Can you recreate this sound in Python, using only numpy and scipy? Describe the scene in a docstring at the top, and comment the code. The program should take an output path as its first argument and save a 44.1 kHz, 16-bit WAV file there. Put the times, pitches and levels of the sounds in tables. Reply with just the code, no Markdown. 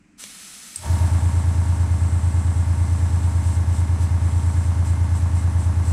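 """A small spray booth in a quiet workshop, heard on one microphone with the walls close by.
An airbrush hisses; the pressure switch snaps and a piston compressor starts. Its shaft lines beat
nine times a second against the motor's magnetic hum, while the valves clatter on every turn.
The air jet weakens as the pressure settles, and flares when the trigger is worked."""
import sys
import numpy as np
from scipy import signal
from scipy.fft import rfft, irfft
from scipy.io import wavfile

SR = 44100
rng = np.random.default_rng(int(sys.argv[2]) if len(sys.argv) > 2 else 0)


def wav_record(signal):
    """Record a signal, one row per channel, as 16-bit PCM in the file named by sys.argv[1]."""
    frames = np.transpose(np.atleast_2d(signal))
    bounded = np.clip(frames, -1, 1)
    # unit amplitude maps onto the largest positive 16-bit level
    quanta = np.round(bounded * 32767).astype(np.int16)
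    wavfile.write(sys.argv[1], SR, quanta)


N = 261380
TIME, BINS = np.arange(N) / SR, np.fft.rfftfreq(N, 1 / SR)

# The shaft under load. Each row: time in seconds, turns a second.
SHAFT_SPEED = [(.76, 4), (.88, 27.74), (1.5, 27.742), (3, 27.728), (4.5, 27.712), (5.9, 27.703)]
# The piston's thump. Each row: multiple of the shaft speed, settled level in dB rms.
PISTON_LINES = [(1, -61), (2, -40), (3, -19.7), (4, -31), (5, -39), (6, -52), (7, -45), (8, -59), (9, -47),
                (10, -50), (11, -47.5), (12, -62), (13, -60), (16, -62), (17, -63), (18, -56), (21, -56),
                (22, -64), (23, -54), (24, -56), (25, -63), (30, -57), (32, -56)]
# Motor hum chopped by the load. Each row: shaft multiple added to the hum, settled level in dB rms.
HUM_SIDEBANDS = [(-38, -54), (-7, -50), (-2, -42), (-1, -23.7), (0, -40), (1, -45), (2, -50), (3, -47),
                 (4, -57), (5, -52), (6, -61), (7, -56), (8, -58), (26, -57)]
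OVERTONE_SIDEBANDS = [(-5, -86), (-4, -42.5), (-3, -67), (-2, -53), (-1, -47.5), (2, -50.5)]  # around twice the hum frequency
# Valve clacks in one turn. Each row: share of the turn, relative level in dB, brightness from 0 to 1.
VALVE_CLACKS = [(.425, -3.5, .9), (.56, -32, 0.3), (.65, 2.5, 0.1), (.75, 7.5, 0), (0.848, -1.5, 0.6)]
# Pulls on the trigger. Each row: start, length and rise in seconds, relative whistle level in dB,
# lift of the jet in dB.
TRIGGER_PULLS = [(0.183, 0.051, .02, -41, 2), (0.334, .43, .08, -50.5, 0.5), (0.789, 0.64, .05, -45.5, 0.9),
                 (1.45, 0.38, 0.039, -48, 1), (1.8, 0.83, 0.21, -46, 0.5), (2.607, .8, 0.2, -47, 1.3),
                 (3.406, 0.15, .05, -43.5, 3), (3.667, 0.13, 0.095, -42, 3), (3.992, 0.048, 0.022, -45, 4),
                 (4.2, 0.48, 0.051, -47, 1.4), (4.838, .065, .025, -43, 3.5), (5.138, 0.043, .02, -44, 3),
                 (5.34, .06, 0.024, -44, 2.5), (5.578, .06, .025, -44, 2), (5.83, 0.076, 0.03, -43, 3.7)]

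# Broad spectra of the sources. Each row: frequency in Hz, relative level in dB.
COVER_SPECTRUM = [(300, -32), (680, -25), (780, -9), (835, -3), (880, -6), (928, 0), (1000, -16),
                  (1130, -2), (1230, -16), (1600, -20), (2600, -26), (5000, -38), (15000, -70)]  # the valve cover under each clack
HOUSING_SPECTRUM = [(40, -28), (90, -1.5), (150, 10.5), (200, -3.5), (330, 1.5), (420, -1.5), (530, -5),
                    (640, -7), (740, -4.5), (820, -2.5), (930, 3), (990, -3), (1130, -4.5), (1250, -4.5),
                    (1700, -7.5), (2600, -14), (5000, -33), (15000, -65)]  # the pump housing
MOTOR_BUZZ_SPECTRUM = [(500, -31), (630, 2), (740, -18), (840, -6), (915, 4.5), (1000, -20), (1100, -15),
                       (1400, -33), (1750, -22), (2300, -39)]
JET_SPECTRUM = [(250, -21), (500, -13.5), (1100, -12.5), (1300, -9), (2000, -5), (3100, -5.5), (4000, -3.5),
                (6400, -6), (8400, -3.5), (10300, -3.5), (11500, -9), (13600, -14), (14600, -20),
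                (15700, -33)]
NOZZLE_SPECTRUM = [(6500, -41), (7200, -4), (7450, -6.5), (7750, -3), (8200, -1), (8750, -3.5),
                   (9100, -12.5), (9500, -51.5)]
TRIGGER_SPECTRUM = [(200, -13), (700, -8), (2800, -3), (8000, -7), (11000, -9), (15000, -29)]
SWITCH_SPECTRUM = [(500, -20.5), (3500, -42), (4900, -10), (6300, -31), (7600, -6), (8600, 4), (9500, -17),
                   (12500, -24), (15500, -31)]
ROOM_SPECTRUM = [(20, -12), (60, -3.5), (120, -9), (195, 0), (300, -2.5), (450, -22), (1000, -21.5),
                 (2400, -18.5), (3500, -33), (8000, -28), (15000, -60)]

# Narrow resonances. Each row: centre in Hz, width in Hz, boost or cut in dB.
CYLINDER_HEAD_RINGS = [(1324, 44, 2), (1510, 26, 5), (1696, 100, 7), (2103, 66, 9)]
AIR_CAP_RINGS = [(1297, 94, 8.5), (4360, 85, 0.5), (4790, 230, -3.5), (5120, 200, 4), (5470, 69, 2),
                 (5936, 110, 6.5), (6330, 550, 4), (7340, 150, 3.5), (7700, 100, -2), (9330, 240, -8.5),
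                 (10130, 500, 3.5), (11100, 300, -4), (11900, 400, -3.5)]
TRIGGER_RINGS = [(3370, 66, 13.5)]
BOOTH_RINGS = [(197, 42, 7)]

HUM_HZ, SHAFT_HZ = 119.94, SHAFT_SPEED[-1][1]
HUM_CREST_S, STROKE_S = 1.9969, 1.9853  # a hum cycle and a shaft turn begin at these times
SWITCH_ON_S, BREAKS_FREE_S = 0.76, 0.8215  # the motor stalls between these times


def compressor(strain_until_s=0.97, thump_delay_s=0.02):
    """The motor breaks free and drives the pump, which strains while it catches up, then settles."""
    turns = np.cumsum(np.interp(TIME, *np.transpose(SHAFT_SPEED))) / SR
    turns -= np.interp(STROKE_S, TIME, turns)
    hum_cycles = HUM_HZ * (TIME - HUM_CREST_S)
    strain = envelope(BREAKS_FREE_S, strain_until_s - BREAKS_FREE_S, rise_s=0.25, release_s=0.3)
    drone_gain = ramp(BREAKS_FREE_S + thump_delay_s, rise_s=0.051) * amp(1.8 * strain)
    clatter_gain = ramp(BREAKS_FREE_S, rise_s=0.012) * amp(4 * strain)
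    return inrush() + drone_gain * drone(turns, hum_cycles) + clatter_gain * clatter(turns, hum_cycles)


def drone(turns, hum_cycles, boom_hz=90, boom_width_hz=20, knock_lead_s=0.00326, scatter_hz=300):
    """Shaft lines and hum sidebands; the strongest two lie 9 Hz apart and throb."""
    lines = np.zeros(N)
    for hum_multiple, rows in enumerate([PISTON_LINES, HUM_SIDEBANDS, OVERTONE_SIDEBANDS]):
        for shaft_multiple, db in rows:
            hz = abs(shaft_multiple * SHAFT_HZ + hum_multiple * HUM_HZ)
            lag = -np.angle(1 + 7 / (1 + 2j * (hz - boom_hz) / boom_width_hz))  # the body booms late
            if hum_multiple == 0:
                lag -= 2 * np.pi * knock_lead_s * max(hz - 111, 0)  # the knock comes ahead of the boom
            if hum_multiple == 2:
                lag += 2 * np.pi * 0.51  # the overtone opposes the hum and rounds its crests
            lag += (hz / scatter_hz) ** 2 * rng.standard_normal()  # reflections scramble high lines
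            phase = 2 * np.pi * (shaft_multiple * turns + hum_multiple * hum_cycles)
            lines += amp(db) * np.cos(phase - lag)
    return np.sqrt(2) * lines * (1 + 0.019 * drift(rate_hz=26))


def clatter(turns, hum_cycles, clack_db=-46, grind_db=-41, alike=0.22, jitter_turns=0.0035):
    """The cover rings with the clacks, the housing with a grinding that is partly alike on every turn."""
    turns = turns + jitter_turns * drift(rate_hz=14)
    phases = 2 * np.pi * rng.random(round(SR / SHAFT_HZ / 2))
    one_turn = unit_rms(irfft(np.exp(1j * phases)))
    repeating = one_turn[(turns % 1 * len(one_turn)).astype(int)]
    grit = np.sqrt(alike) * repeating + np.sqrt(1 - alike) * rng.standard_normal(N)
    grit *= 1 + 0.041 * np.cos(2 * np.pi * (turns - 0.6))  # loudest on the compression stroke
    chatter = booth_reflections(valve_clacks(turns, hum_cycles))
    knocking = unit_rms(colour(chatter, COVER_SPECTRUM, CYLINDER_HEAD_RINGS))
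    grinding = unit_rms(colour(grit, HOUSING_SPECTRUM, CYLINDER_HEAD_RINGS))
    return amp(clack_db) * knocking + amp(grind_db) * grinding


def valve_clacks(turns, hum_cycles, uneven=0.07, crossover_hz=1080, snap_db=1):
    """Valves and piston strike at set points of each turn, harder when the motor's torque peaks."""
    torque = 1 + 0.75 * np.cos(2 * np.pi * (hum_cycles - 0.3))
    dull, bright = np.zeros(N), np.zeros(N)
    for at, db, brightness in VALVE_CLACKS:
        strikes = np.diff(np.floor(turns - at), prepend=np.floor(turns[0] - at)) > 0
        blows = strikes * amp(db) * (1 + uneven * rng.standard_normal(N))
        dull += (1 - brightness) * blows * torque
        bright += brightness * blows * amp(snap_db)
    low, high = (signal.butter(3, crossover_hz, kind, fs=SR, output="sos") for kind in ("low", "high"))
    return unit_rms(signal.sosfilt(low, dull) + signal.sosfilt(high, bright))


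def inrush(growl_hz=88, growl_db=-39, buzz_db=-40, stalled_buzz_db=-53):
    """The stalled motor growls; once it turns, it buzzes until the strain is over."""
    stalled = envelope(SWITCH_ON_S, BREAKS_FREE_S - SWITCH_ON_S, rise_s=0.05, release_s=0.04)
    straining = envelope(BREAKS_FREE_S - 0.01, 0.22, rise_s=0.04, release_s=0.19)
    hum = np.sin(2 * np.pi * HUM_HZ * (TIME - HUM_CREST_S))
    growl = unit_rms(np.sin(2 * np.pi * growl_hz * TIME) + 0.41 * hum)
    buzz = unit_rms(colour(rng.standard_normal(N), MOTOR_BUZZ_SPECTRUM))
    buzz_gain = stalled * amp(stalled_buzz_db) + straining * amp(buzz_db)
    return stalled * amp(growl_db) * growl + buzz_gain * buzz


def airbrush(opens_s=0.1746, flutter=0.039, fizz_hz=11000, nozzle_db=-2.5):
    """The air valve opens: a broad jet through the air cap, and a breathy whistle at the nozzle."""
    jet_db, whistle_gain = air_flow()
    jet = unit_rms(back_wall(colour(rng.standard_normal(N), JET_SPECTRUM, AIR_CAP_RINGS)))
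    fizz = irfft(rfft(jet) / (1 + (fizz_hz / (BINS + 1)) ** 20), N)
    jet += fizz * (amp(0.68 * (jet_db - jet_db.max())) - 1)  # a slower jet loses its top first
    whistle = unit_rms(back_wall(colour(rng.standard_normal(N), NOZZLE_SPECTRUM)))
    air = amp(jet_db) * jet + amp(nozzle_db) * whistle_gain * whistle
    return ramp(opens_s, rise_s=0.027) * (1 + flutter * drift(rate_hz=60)) * air


def air_flow(full_db=-42.5, working_db=-48, sag_from_s=0.95, sag_s=0.31, leak_db_per_s=0.13):
    """Jet level in dB and whistle gain: the jet sags with the line pressure; each pull lifts both."""
    excess_pressure = np.exp(-np.maximum(TIME - sag_from_s, 0) / sag_s)
    jet_db = working_db + (full_db - working_db) * excess_pressure - leak_db_per_s * TIME
    whistle_power = amp(-51.5) ** 2  # the nozzle whistles faintly between pulls
    for start_s, length_s, rise_s, whistle_db, lift_db in TRIGGER_PULLS:
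        pull = envelope(start_s, length_s, rise_s, release_s=0.031)  # the trigger springs back
        jet_db += lift_db * pull
        whistle_power += (amp(whistle_db) * pull) ** 2
    return jet_db, np.sqrt(whistle_power)


def click(start_s, spectrum, rings, level_db, crack_t60, tail_db, tail_t60):
    """A small metal part snaps over: a short crack, then its ring in the booth."""
    age = np.maximum(TIME - start_s, 0)
    fade = (TIME >= start_s) * (amp(-60 * age / crack_t60) + amp(tail_db - 60 * age / tail_t60))
    return amp(level_db) * colour(fade * rng.standard_normal(N), spectrum, rings)


def back_wall(hiss, delay_s=0.00272, share=0.13):
    """The back wall returns the hiss by a path about a metre longer and ripples its spectrum."""
    return irfft(rfft(hiss) * (1 + share * np.exp(-2j * np.pi * BINS * delay_s)), N)


def booth_reflections(blows, t60=0.04):
    """Dense reflections from the close walls smear each blow into a chatter."""
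    age = np.arange(SR // 10) / SR
    tail = rng.standard_normal(len(age)) * amp(-60 * age / t60)
    return blows + signal.fftconvolve(blows, tail / np.linalg.norm(tail))[:N]


def room_tone(level_db=-55):
    """The quiet workshop behind it all, with the booth's low ring."""
    return amp(level_db) * unit_rms(colour(rng.standard_normal(N), ROOM_SPECTRUM, BOOTH_RINGS))


def colour(x, spectrum, rings=()):
    """A causal filter of unit power: a broad spectrum with narrow resonances on top."""
    hz, db = np.transpose(spectrum)
    level_db = np.interp(np.log(BINS + 1), np.log(hz + 1), db)
    level_db += sum(boost / (1 + (2 * (BINS - centre) / width) ** 2) for centre, width, boost in rings)
    log_gain = np.log(unit_rms(amp(level_db)))
    response = np.exp(np.conj(signal.hilbert(np.r_[log_gain, log_gain[-2:0:-1]])))  # minimum phase
    return irfft(rfft(x) * response[:len(BINS)], N)


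def ramp(start_s, rise_s):
    """A straight rise from 0 to 1."""
    return np.clip((TIME - start_s) / rise_s, 0, 1)


def envelope(start_s, length_s, rise_s, release_s):
    """A straight attack, with an exponential release once the length is up."""
    return ramp(start_s, rise_s) * np.exp(-np.maximum(TIME - start_s - length_s, 0) / release_s)


def drift(rate_hz):
    """A slow random wander of rms 1."""
    return unit_rms(irfft(rfft(rng.standard_normal(N)) * np.exp(-(BINS / rate_hz) ** 2), N))


def amp(db):
    """Decibels to gain."""
    return 10 ** (np.asarray(db) / 20)


def unit_rms(x):
    """Scales to rms 1."""
    return x / np.sqrt(np.mean(x ** 2) + 1e-20)


def scene():
    """At the microphone, in mono: compressor, airbrush, two clicks and room tone."""
    trigger = click(0.239, TRIGGER_SPECTRUM, TRIGGER_RINGS,
                    level_db=-28, crack_t60=0.011, tail_db=-15, tail_t60=0.074)
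    pressure_switch = click(0.7595, SWITCH_SPECTRUM, rings=(),
                            level_db=-13.5, crack_t60=0.0092, tail_db=-22.5, tail_t60=0.21)
    room = room_tone()
    return (compressor() + airbrush() + trigger + pressure_switch + room)[None]


def record(dry):
    """The recorder's band limit cuts the top above 15.7 kHz."""
    lowpass = signal.firwin(611, 15700, window=("kaiser", 9), fs=SR)
    return signal.oaconvolve(dry, lowpass[None], "same")


dry = scene()
out = record(dry)
wav_record(out)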